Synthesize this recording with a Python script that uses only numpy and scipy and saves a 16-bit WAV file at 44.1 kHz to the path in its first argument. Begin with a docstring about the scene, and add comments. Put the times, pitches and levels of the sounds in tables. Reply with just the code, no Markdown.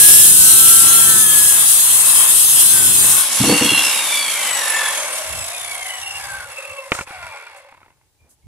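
"""A circular saw screams and drones through a thick slab outdoors, its teeth tearing chips that ring
the blade. The offcut drops, and the motor races free, then coasts while the saw is lowered and set on
the ground. The gears whine through the housing, the fan hisses and the blade teeth whistle.
A small stereo microphone overloads on the loudest peaks and catches some wind."""
import sys
import numpy as np
from scipy import signal
from scipy.fft import rfft, irfft, next_fast_len
from scipy.io import wavfile
from scipy.ndimage import uniform_filter1d, map_coordinates

SR = 44100
rng = np.random.default_rng(int(sys.argv[2]) if len(sys.argv) > 2 else 0)


def to_wav(sig):
    """Store sig (one row per channel, or 1-D mono) as 16-bit WAV at the path in sys.argv[1].

    Samples outside -1..1 are clipped; the rate is SR.
    """
    pcm = np.clip(np.atleast_2d(sig), -1, 1) * 32767
    pcm = np.round(pcm).astype(np.int16)
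    wavfile.write(sys.argv[1], SR, pcm.T)  # frames by channels


N = 373516
T = np.arange(N) / SR
FFT_SIZE = next_fast_len(N + SR // 4)
HZ = np.arange(FFT_SIZE // 2 + 1) * SR / FFT_SIZE + 0.0013
SIDES = np.array([[.5], [-.5]])  # shares a gap in dB between left and right

# The motor, bogged down in the wood, then racing free: (time [s], speed [turns/s])
POWERED_SPEED = [(0.0, 206.7), (0.6, 222), (1.0, 226.8), (1.2, 217.2), (1.6, 204.3), (2.2, 198.4),
                 (2.55, 204.5), (2.8, 191.7), (3.0, 178.7), (3.15, 186.4), (3.25, 351), (3.35, 390),
                 (3.45, 413), (3.55, 429.5)]
# Levels during the cut: (time [s], blade's scream [dB], low rumble at the microphone [dB])
CUT_LEVELS = [(0.0, -2.5, -28), (0.96, -8, -31.5), (1.1, -8, -29.5), (1.75, -9.5, -41), (2.2, -11, -40),
              (2.54, -9.5, -39.5), (2.85, -10, -30.5), (3.04, -9.5, -30.5), (3.19, -12, -37.5),
              (3.28, -23, -73)]
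# Modes, the pitches at which a part rings: (pitch [Hz], width [Hz], gain [dB], left minus right [dB])
BLADE_MODES = [(1366, 83, -38.5, -2), (1667, 320, -5.5, 2.5), (2758, 170, -21.5, -5), (3220, 85, -10, 6.5),
               (4165, 73, -9.5, -1), (4607, 80, -13.5, 2.5), (5236, 100, -9, -2.5), (5685, 100, -13.5, 7),
               (6303, 74, -12.5, 14.5), (6786, 63, -15, 11.5), (7265, 43, -7.5, 15), (7865, 96, -5, 16),
               (8184, 150, -5, 16), (8616, 110, 0.5, 13.5), (9080, 170, 2, 10.5), (9985, 260, 3, 7.5),
               (10670, 130, 2, -7), (11180, 82, 1.5, -0.5), (11650, 230, -4.5, -5.5),
               (12480, 360, -4.5, -7)]
HOUSING_MODES = [(570, 185, -0.5, 0.5), (806, 180, 4.5, 2), (1073, 410, 2, -2), (1496, 140, 5.5, 1.5),
                 (1780, 790, -5, -5), (2093, 110, 7.5, 4), (2232, 93, 8, -7), (2473, 39, 7.5, 4.5),
                 (2667, 220, 4.5, -4), (3350, 72, -13, 0), (3368, 130, 1.5, -4), (3800, 180, -4, 14.5),
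                 (4473, 270, -5.5, -18), (5230, 290, -1, 17.5), (5810, 63, -1.5, 17), (6360, 320, -3, 18.5),
                 (7100, 110, -3, 27.5), (7870, 210, 6.5, 16.5), (8970, 470, -0.5, 19),
                 (10110, 260, -10, -17), (10180, 150, 0.5, -21.5), (10985, 130, 4.5, -26)]
SLAB_MODES = [(124, 77, -7, 0.0099), (166, 13, -1, 0.0043), (217, 39, -0.5, 0.001), (285, 29, 6.5, 0.012),
              (310, 22, 7.5, 0.0031), (357, 57, 0.5, 0.01), (486, 13, 4.5, 0.0083), (620, 76, -5, 0.013),
              (937, 1500, -8, 0.003), (1577, 320, -30, 0.011)]
# Colours, how strong each noise is from bass to treble: (frequency [Hz], gain [dB])
CHIP_COLOUR = [(1530, -52.5), (2600, -56), (3360, -10.5), (4370, -18.5), (5160, -28), (5730, -36),
               (6220, -14), (9410, -3), (15700, -9.5)]
DRONE_COLOUR = [(260, -50), (450, -15), (827, -2.5), (1050, -2), (2060, -3.5), (2430, -10.5), (2600, 4),
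                (3380, -45), (5720, -120)]
RUMBLE_COLOUR = [(15, -48), (32, -33), (70, -1.5), (134, 2.5), (221, -2.5), (361, -2.5), (500, -9.5),
                 (650, -41.5), (1100, -120)]
RATTLE_COLOUR = [(210, -50), (350, -17), (578, -14.5), (1450, -6), (1760, -8), (3480, -13.5), (4000, -16),
                 (4500, -15), (5850, -33), (9900, -120)]
HISS_COLOUR = [(1760, -24), (3000, -3.5), (3540, -3.5), (4040, -6.5), (4510, -9), (4870, -8.5), (5260, -7),
               (10900, -0.5), (15700, -28)]
GARDEN_COLOUR = [(180, -35.5), (300, -4.5), (680, -11), (884, -5), (1170, -16), (10500, -13),
                 (13400, -24.5), (15000, -12)]
WIND_COLOUR = [(12, -66.5), (20, -30), (78, -1.5), (134, -9.5), (211, -24.5), (278, -23), (400, -39.5),
               (520, -57.5), (880, -120)]
# The housing as the saw is lifted, turned and lowered: (time [s], relative level [dB])
HOUSING_LEVELS = [(3.16, -25.5), (3.3, -26), (3.39, -22), (3.52, -17), (3.75, -19), (4.26, -23),
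                  (4.65, -20), (4.81, -18), (5.11, -24), (5.42, -29), (5.9, -30), (6.07, -32.5),
                  (6.28, -29.5), (6.65, -34), (6.85, -38), (7.13, -33.5), (7.28, -33.5), (7.59, -41),
                  (7.77, -54), (8.1, -74)]
# Brief dips in the gear and fan sound: (middle [s], length [s], change [dB])
LEVEL_DIPS = [(3.273, .08, -1), (6.469, 0.055, -5), (6.892, 0.017, 0), (7.05, 0.045, -13.5)]
# Moments when one housing mode sings out: (middle [s], length [s], pitch [Hz], level [dB])
HOUSING_SURGES = [(3.714, 0.7, 2764, -18.5), (3.734, 0.26, 3300, -21.5), (3.903, 0.17, 5370, -33),
                  (4.18, 0.86, 2315, -27.5), (4.236, 0.23, 4510, -33), (4.792, 0.48, 1760, -24),
                  (5.138, 0.052, 9240, -27), (5.398, 0.18, 7810, -32), (5.664, 0.34, 10380, -36),
                  (5.86, 0.13, 9900, -35), (5.843, 0.38, 2250, -42), (5.938, 0.19, 2954, -34),
                  (6.1, 0.21, 2770, -29), (6.38, 0.15, 1580, -33), (6.746, 0.77, 550, -39.5),
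                  (6.693, 0.34, 2670, -34.5), (6.82, 0.18, 1067, -48), (7.298, 0.49, 2350, -41.5),
                  (7.253, 0.54, 1410, -42), (7.605, 0.19, 556, -48.5)]
# Motor tones that swell and fade: (middle [s], length [s], order [cycles/turn], level [dB])
MOTOR_TONES = [(0.0, 0.54, 8, -23), (0.63, .8, 7, -31), (0.87, 0.84, 6, -25.5), (1.1, 0.22, 7, -29),
               (1.31, .6, 8, -27.5), (2.8, 0.28, 8, -33), (0.4, .5, 24, -29), (0.2, .6, 32, -24),
               (0.3, .3, 39, -28.5), (0.5, .35, 32, -28), (.95, .25, 16, -35), (1.25, .5, 32, -33),
               (1, .5, 39, -34), (4.5, .37, 7, -30), (4.62, .2, 21, -35), (4.9, .3, 14, -34),
               (5.0, .15, 28, -37), (5.6, .3, 21, -38), (5.87, .27, 14, -35), (5.85, .3, 21, -41),
               (6.1, .5, 42, -43), (6.32, .32, 14, -37), (6.78, .22, 14, -44), (7.16, .18, 14, -44),
               (7.29, .24, 21, -43), (7.38, .2, 14, -48)]
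# The whistle of the blade teeth: (time [s], level [dB])
WHISTLE_LEVELS = [(3.25, -53), (3.52, -25.5), (3.7, -27), (3.9, -35), (4.1, -26.5), (4.3, -30),
                  (4.7, -35.5), (5.0, -38), (5.3, -52), (5.75, -69), (7.0, -85), (7.3, -75)]
# The band lifted by the echo off the ground: (time [s], pitch [Hz], level [dB])
GROUND_BAND = [(4.8, 520, -66), (5.0, 586, -34), (5.4, 658.5, -39), (5.9, 745, -43), (6.3, 816, -43),
               (6.5, 834, -49)]
# The offcut lands and bounces: (time [s], relative level [dB], length of the push [ms])
OFFCUT_BOUNCES = [(3.401, -3.5, 5.5), (3.437, -13, 0.71), (3.466, -10.5, 2.34), (3.493, -10, 0.99),
                  (3.521, -11, 1.4), (3.611, -15, 1.4), (3.646, -17.5, 1.8), (3.712, -19.5, 1.7),
                  (3.766, -25.5, 1.3), (3.808, -38.5, 1.8), (3.851, -37, 1)]
# The saw set down, then the last gear ticks: (time [s], relative level [dB], pitch [Hz])
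HOUSING_KNOCKS = [(6.919, 4, 923), (6.949, -14, 1310), (6.988, -8.5, 1430), (7.01, -13, 2320),
                  (7.072, -25, 2500), (7.107, -22, 1370), (7.724, -32, 950), (7.746, -36, 1000),
                  (7.775, -36, 985), (7.815, -43, 1000), (7.83, -35, 1300), (7.861, -37, 897),
                  (7.881, -40, 980), (7.904, -42.5, 980)]
# Scrapes, rustles and one faint bird note: (start [s], length [s], level [dB], centre [Hz], width [Hz])
RUSTLES_AND_BIRD = [(3.12, 0.14, -31, 1110, 89), (3.11, 0.18, -33, 1483, 90), (3.1, 0.081, -17, 8900, 6000),
                    (3.315, .08, -20, 8500, 6000), (6.908, 0.15, -33, 7500, 6000),
                    (6.925, .12, -35, 1300, 1800), (2.05, .3, -33, 1050, 220),
                    (7.56, 0.056, -50, 8900, 5500), (8.29, 0.07, -55, 9500, 8000),
                    (8.2, 0.16, -63.5, 260, 900), (8.18, 0.11, -70.5, 2400, 79),
                    (8.42, 0.055, -71, 2200, 96)]
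# Gusts on the microphone: (middle [s], length [s], level [dB])
GUSTS = [(5.367, 0.26, -36.5), (5.66, 0.28, -54), (5.833, 0.11, -60), (6.016, 0.082, -53), (6.3, 0.54, -46),
         (6.714, 0.079, -49), (6.996, 0.24, -53.5), (7.234, 0.23, -47.5), (8.242, 0.13, -63.5),
         (8.48, 0.079, -37)]

PINION_TEETH, GEAR_TEETH, BLADE_TEETH = 7, 40, 60  # the pinion is the small gear on the motor
GEAR_RATIO = PINION_TEETH / GEAR_TEETH  # blade turns for each motor turn


def undb(db):
    """Turn decibels into a factor to multiply by."""
    return 10 ** (np.asarray(db) / 20)


def unit(x):
    """Scale a sound to an average power of 1."""
    return x / np.sqrt(np.mean(x ** 2))


def curves(table, outside=-120.):
    """A table's columns at every sample; `outside` fills in before and after its times."""
    times, *columns = np.transpose(table)
    return [np.interp(T, times, column, outside, outside) for column in columns]


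def bump(middle, length):
    """An arch: 1 in the middle of an event, 0 at its ends, negative beyond them."""
    return 1 - ((T - middle) / (length / 2)) ** 2


def wander(rate):
    """Glide to a new random value `rate` times a second, with a spread near 1."""
    hold = int(SR / rate)
    return 1.62 * uniform_filter1d(np.repeat(rng.standard_normal(N // hold + 1), hold), hold)[:N]


def noise(apart_hz):
    """Stereo noise, alike on both sides in the bass and unrelated above apart_hz."""
    shared, *own = rfft(rng.standard_normal((3, N)), FFT_SIZE)
    alike = lowpass(apart_hz, 2)
    return irfft(shared * np.sqrt(alike) + np.array(own) * np.sqrt(1 - alike), FFT_SIZE)[:, :N]


def through(x, response):
    """Filter a sound: multiply each frequency by its own gain."""
    return irfft(rfft(x, FFT_SIZE) * response, FFT_SIZE)[..., :N]


def lowpass(hz, steep):
    """A filter that keeps what lies below hz."""
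    return 1 / (1 + (HZ / hz) ** steep)


def highpass(hz):
    """A filter that keeps what lies above hz."""
    return 1 / (1 + (hz / HZ) ** 4)


def bandpass(hz, width):
    """A filter that keeps what lies around hz."""
    return 1 / (1 + ((HZ - hz ** 2 / HZ) / width) ** 2)


def resonance(hz, width):
    """A filter that rings at hz; the narrower it is, the longer it rings."""
    return 1 / (1 + 1j * (HZ - hz ** 2 / HZ) / width)


def modes(table, steep=1):
    """A stereo filter of many resonances; steep=2 deepens the valleys between them."""
    return sum((-1) ** k * undb(db + SIDES * pan_db) * resonance(hz, width) ** steep
               for k, (hz, width, db, pan_db) in enumerate(table))


def colour(table):
    """A broad filter drawn through the points of a colour table."""
    hz, db = np.transpose(table)
    return undb(np.interp(np.log(HZ), np.log(hz), db, -90, -90))


def blows(hits, tail_s=0):
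    """A smooth push for each (time [s], level [dB], length [ms]); tail_s smears it into fading noise."""
    out = np.zeros(N)
    for start, db, length_ms in hits:
        push = np.hanning(int(length_ms / 1000 * SR) + 3)
        push /= np.sqrt(len(push))
        if tail_s:
            fade = np.exp(-np.arange(int(5 * tail_s * SR)) / (tail_s * SR))
            push = np.convolve(push, rng.standard_normal(len(fade)) * fade)
        out[int(start * SR):][:len(push)] += undb(db) * push
    return out


def cutting(speed, turns):
    """Teeth tear uneven chips: the blade screams and the slab drones, over a rumble at the microphone."""
    scream_db, rumble_db = curves(CUT_LEVELS)
    tooth = (turns * GEAR_RATIO * BLADE_TEETH).astype(int)
    bite = undb(0.7 * rng.standard_normal(N // 4)[tooth] + wander(40))
    chips = bite * noise(4900) + undb(-15) * gear_taps(speed, turns)
    buzz = undb(.5) * np.array([motor_buzz(turns), motor_buzz(turns)])
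    blade = blade_ring(chips + .5 * buzz)
    blade += undb(-2) * through(bite * noise(1200) + buzz, colour(CHIP_COLOUR))
    below_scream = np.sqrt(lowpass(6400, 16))
    scream = through(blade, np.sqrt(1 - below_scream ** 2))
    midrange = through(blade, below_scream * (HZ > 2500)) * undb(SIDES * 2.4)
    drone = through(noise(907), colour(DRONE_COLOUR) + undb(-19.5) * modes(HOUSING_MODES[:7]))
    drone *= undb(1.1 * wander(11) + SIDES * 2)
    # the slab drones most where the blade is buried and screams less
    drone_db = np.where(T < 3.2, -37 - 0.78 * np.clip(scream_db, -12, 0), -120)
    rumble = through(noise(8.9), colour(RUMBLE_COLOUR)) * undb(SIDES * 4.6)
    return (unit(scream) * undb(scream_db) + unit(midrange) * undb(-13.5 + 0.83 * scream_db)
            + unit(drone) * undb(drone_db) + unit(rumble) * undb(rumble_db))


def blade_ring(chips):
    """The blade bends in the cut: groups of modes swell separately and all drift a little in pitch."""
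    ring = sum(through(chips * undb(1.8 * wander(9)), modes(BLADE_MODES[k::3])) for k in range(3))
    position = np.arange(N) + np.cumsum(.002 * wander(9))
    return np.array([map_coordinates(side, [position], order=3, mode="reflect") for side in ring])


def motor_motion():
    """Speed [turns/s] and turns so far: the motor is driven, then drag slows it to a crawl."""
    brush_drag, bearing_drag, fan_drag = 57.3, .1127, .000427
    step_s, slowest = .01, 3.
    times, speeds = map(list, np.transpose(POWERED_SPEED))
    while times[-1] < T[-1]:
        drag = brush_drag + bearing_drag * speeds[-1] + fan_drag * speeds[-1] ** 2
        times.append(times[-1] + step_s)
        speeds.append(max(speeds[-1] - drag * step_s, slowest))
    speed = np.interp(T, times, speeds)
    return speed, np.cumsum(speed) / SR


def motor_buzz(turns):
    """The straining motor repeats a rough pattern every turn; it slowly changes, so the buzz wavers."""
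    points, change_s = 160, .1
    patterns = rng.standard_normal((int(T[-1] / change_s) + 2, points))
    loops = np.hstack([patterns, patterns[:, :1]])
    return unit(map_coordinates(loops, [T / change_s, turns % 1 * points], order=1))


def motor_tones(turns):
    """Multiples of the motor's speed swell and fade; coasting, they blur and throb with the blade."""
    out, flicker, waver = np.zeros(N), wander(27), wander(60)
    coasting = T > POWERED_SPEED[-1][0]
    blur = .65 * coasting * wander(170)
    throb_db = 4 * coasting * np.cos(2 * np.pi * turns * GEAR_RATIO)
    for k, (middle, length, order, db) in enumerate(MOTOR_TONES):
        span = slice(max(int((middle - length) * SR), 0), int((middle + length) * SR))
        shift = 9000 * k  # gives each tone its own waver and flicker
        angle = 2 * np.pi * order * turns + (.4 + .018 * order) * np.roll(waver, shift) + blur
        level_db = db + 11.5 * (bump(middle, length) - 1) + 1.1 * np.roll(flicker, shift) + throb_db
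        out[span] += undb(level_db[span]) * np.sqrt(2) * np.sin(angle[span])
    return out * undb(SIDES * 3.3)


def free_running(speed, turns):
    """Out of the wood, the gears whine and rattle and the fan blows, pulsing as the parts turn."""
    housing_db = curves(HOUSING_LEVELS)[0]
    speed_db = 20 * np.log10(speed / 300)
    dip_db = sum(db * np.maximum(bump(middle, length), 0) for middle, length, db in LEVEL_DIPS)
    # the gear sits off centre, so it presses harder once per blade turn
    wobble_db = 7 * np.clip(speed / 300, .3, 1) * np.cos(2 * np.pi * turns * GEAR_RATIO)
    chatter_db = gear_chatter_db(speed, turns)
    whine = gear_whine(speed, turns, pulse_db=wobble_db + chatter_db + dip_db,
                       force_db=0.86 * housing_db + 0.16 * speed_db)
    rattle = housing_rattle(0.095 * wobble_db) * undb(housing_db + dip_db - 5.5)
    fan_db = -20.5 + 1.73 * speed_db + 0.15 * (housing_db + 11.5) + dip_db
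    fan_db -= 99 * (T < HOUSING_LEVELS[0][0])  # silent until the blade leaves the wood
    return whine + rattle + fan(speed, 0.23 * wobble_db + 0.99 * chatter_db) * undb(fan_db)


def gear_taps(speed, turns):
    """Each gear tooth taps and rebounds; the loudness stays steady, the timing loosens as they slow."""
    teeth_passed = turns * PINION_TEETH
    tooth = teeth_passed.astype(int)
    slack = 1 + (45 / (speed + 5)) ** 2
    timing_luck, strength_luck = rng.standard_normal((N // 4, 2))[tooth].T
    contact_s = 1.2e-5 * (1 + (63 / (speed + 20)) ** 2)  # slower teeth meet more softly
    tap_width = speed * PINION_TEETH * contact_s
    late = np.clip(.005 * slack * timing_luck + .022 * wander(250), -.2, .2)
    taps = sum(size * np.exp(-(((teeth_passed + shift) % 1 - .5 - late) / tap_width) ** 2)
               for shift, size in ((0, 0.85), (.5, 0.55)))
    # neighbouring teeth are worn alike
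    wear_db = 3 * uniform_filter1d(rng.standard_normal(GEAR_TEETH), size=5, mode="wrap")
    pinion_db = 4.7 * np.clip(speed / 150, .25, 1) * np.cos(2 * np.pi * turns)
    uneven_db = 2.5 * wander(300) + np.minimum(slack, 1.6) * strength_luck
    taps *= undb(wear_db[tooth % GEAR_TEETH] + pinion_db + uneven_db)
    taps -= uniform_filter1d(taps, size=70)  # takes out the bass
    return taps / np.sqrt(uniform_filter1d(taps ** 2, size=8000) + 1e-9)


def gear_chatter_db(speed, turns):
    """Level flutter: slack gears chatter, and the slowing motor catches twice a turn, heard as ticks."""
    chatter_hz = 60.54 * (1 + 0.0975 * wander(16))
    depth_db = 3.5 * np.clip(2 * bump(middle=6.1, length=1.9), 0, 1)
    catch_db = 7 * np.clip(2 - 2 * speed / 85, 0, 1) * np.cos(2 * np.pi * 2 * turns)
    return depth_db * np.cos(2 * np.pi * np.cumsum(chatter_hz) / SR) + catch_db


def gear_whine(speed, turns, pulse_db, force_db):
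    """Grinding gears ring the housing; at the listed moments one mode sings out above the rest."""
    grind = gear_taps(speed, turns) + .7 * rng.standard_normal(N)
    grind -= through(grind, highpass(3600)) * np.clip(1 - speed / 170, 0, .9)  # slow teeth sound dull
    housing = through(grind * undb(pulse_db + force_db), modes(HOUSING_MODES, steep=2))
    whine = unit(housing) * undb(-31)
    rough_grind = (grind + 0.82 * rng.standard_normal(N)) * undb(pulse_db)
    for middle, length, hz, db in HOUSING_SURGES:
        swell = np.maximum(bump(middle, length), 0)
        ring = through(rough_grind * swell, resonance(hz, width=0.024 * hz + 40) ** 2)
        whine += ring * undb(db) * np.sqrt(np.sum(swell ** 2) / np.sum(ring ** 2))
    return whine


def housing_rattle(pulse_db):
    """The housing rattles: broad noise with a little ring from its lower modes."""
    ringing = undb(-8.5) * modes(HOUSING_MODES, steep=2) * lowpass(4000, 4)
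    return unit(through(undb(pulse_db) * noise(3000), colour(RATTLE_COLOUR) + ringing))


def fan(speed, pulse_db):
    """The fan and the motor's brushes hiss, over a low whoosh that fades as the fan slows."""
    hiss = unit(through(noise(2600), colour(HISS_COLOUR))) * undb(pulse_db + wander(30))
    whoosh = unit(through(noise(900), bandpass(260, width=300))) * (speed / 300) ** 0.65
    return hiss + whoosh * undb(-28)


def blade_whistle(turns):
    """The blade whistles at the rate its teeth pass through the air."""
    angle = 2 * np.pi * BLADE_TEETH * GEAR_RATIO * turns + 1.3 * wander(150)
    return np.sqrt(2) * np.sin(angle) * undb(curves(WHISTLE_LEVELS)[0] + 2 * wander(23))


def ground_echo():
    """A narrow, rising band of noise stands for the echo off the ground as the saw is lowered."""
    hz, db = curves(GROUND_BAND, outside=0.)
    slow_noise = through(rng.standard_normal((2, N)), lowpass(45, 2))
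    angle = 2 * np.pi * np.cumsum(hz) / SR
    band = slow_noise[0] * np.cos(angle) + slow_noise[1] * np.sin(angle)
    return unit(band) * undb(db) * (hz > 0)


def offcut_drop():
    """The offcut thuds and scuffs on the ground; each bounce rings the wood."""
    force = blows(OFFCUT_BOUNCES) + undb(-24.5) * blows(OFFCUT_BOUNCES, tail_s=.018)
    return through(force, modes(SLAB_MODES) * highpass(65)) * undb(31)


def knocks():
    """Knocks ring the housing with a crack, each one most at its own pitch."""
    hits = [(start, db, .3) for start, db, _ in HOUSING_KNOCKS]
    crack = blows(hits, tail_s=0.0041) * undb(-25)
    housing = through(blows(hits) + crack, modes(HOUSING_MODES[:8]))
    pings, age = np.zeros(N), np.arange(SR // 20) / SR
    fade = age / 0.0017 * np.exp(-age / 0.0026)
    for start, db, hz in HOUSING_KNOCKS:
        pings[int(start * SR):][:len(age)] += undb(min(db, -5)) * np.sin(2 * np.pi * hz * age) * fade
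    body = through(housing * undb(8) + pings * undb(-5.5), highpass(420))
    snap = through(crack, lowpass(12500, 6) / (1 + 1j * HZ / 7000) ** 2)
    return body + snap * undb(19.5)


def rustles_and_bird():
    """Scrapes, rustles and one faint bird note, each a short swell in a band of grainy noise."""
    out, grain = 0, noise(3000)
    for start, length, db, hz, width in RUSTLES_AND_BIRD:
        swell = np.sin(np.pi * np.clip((T - start) / length, 0, 1) ** .6) ** .8
        band = through(grain, bandpass(hz, width) * lowpass(12500, 6))
        out = out + unit(band) * swell * undb(db + 1.6 * wander(120))
    return out


def air_and_wind():
    """Faint garden air, with a breeze and gusts buffeting the microphone."""
    air = unit(through(noise(800), colour(GARDEN_COLOUR))) * undb(-66)
    breeze = undb(-67.5 + 2 * wander(4.3))
    gusts = sum(undb(db + 24 * (bump(middle, length) - 1)) for middle, length, db in GUSTS)
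    return air + unit(through(noise(90), colour(WIND_COLOUR))) * (breeze + gusts)


def scene():
    """Mix the saw and the sounds around it over the outdoor background."""
    speed, turns = motor_motion()
    near = cutting(speed, turns) + free_running(speed, turns) + motor_tones(turns)
    near += blade_whistle(turns) + ground_echo() + offcut_drop() + knocks() + rustles_and_bird()
    # the saw is nearer the right side, so the left hears it later, except while it is lifted
    lag_samples = np.interp(T, [2.6, 3.1, 4.8, 5.1], [3, 0, 0, 4])
    near[0] = map_coordinates(near[0], [np.arange(N) - lag_samples], mode="nearest")
    return near + air_and_wind()


def record(dry):
    """The microphone clips the loudest peaks, and the highest treble is cut off."""
    ceiling, top_hz = .8, 15740
    treble_cut = signal.ellip(12, .2, 60, top_hz, fs=SR, output="sos")
    return signal.sosfilt(treble_cut, np.clip(dry, -ceiling, ceiling))


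dry = scene()
out = record(dry)
to_wav(out)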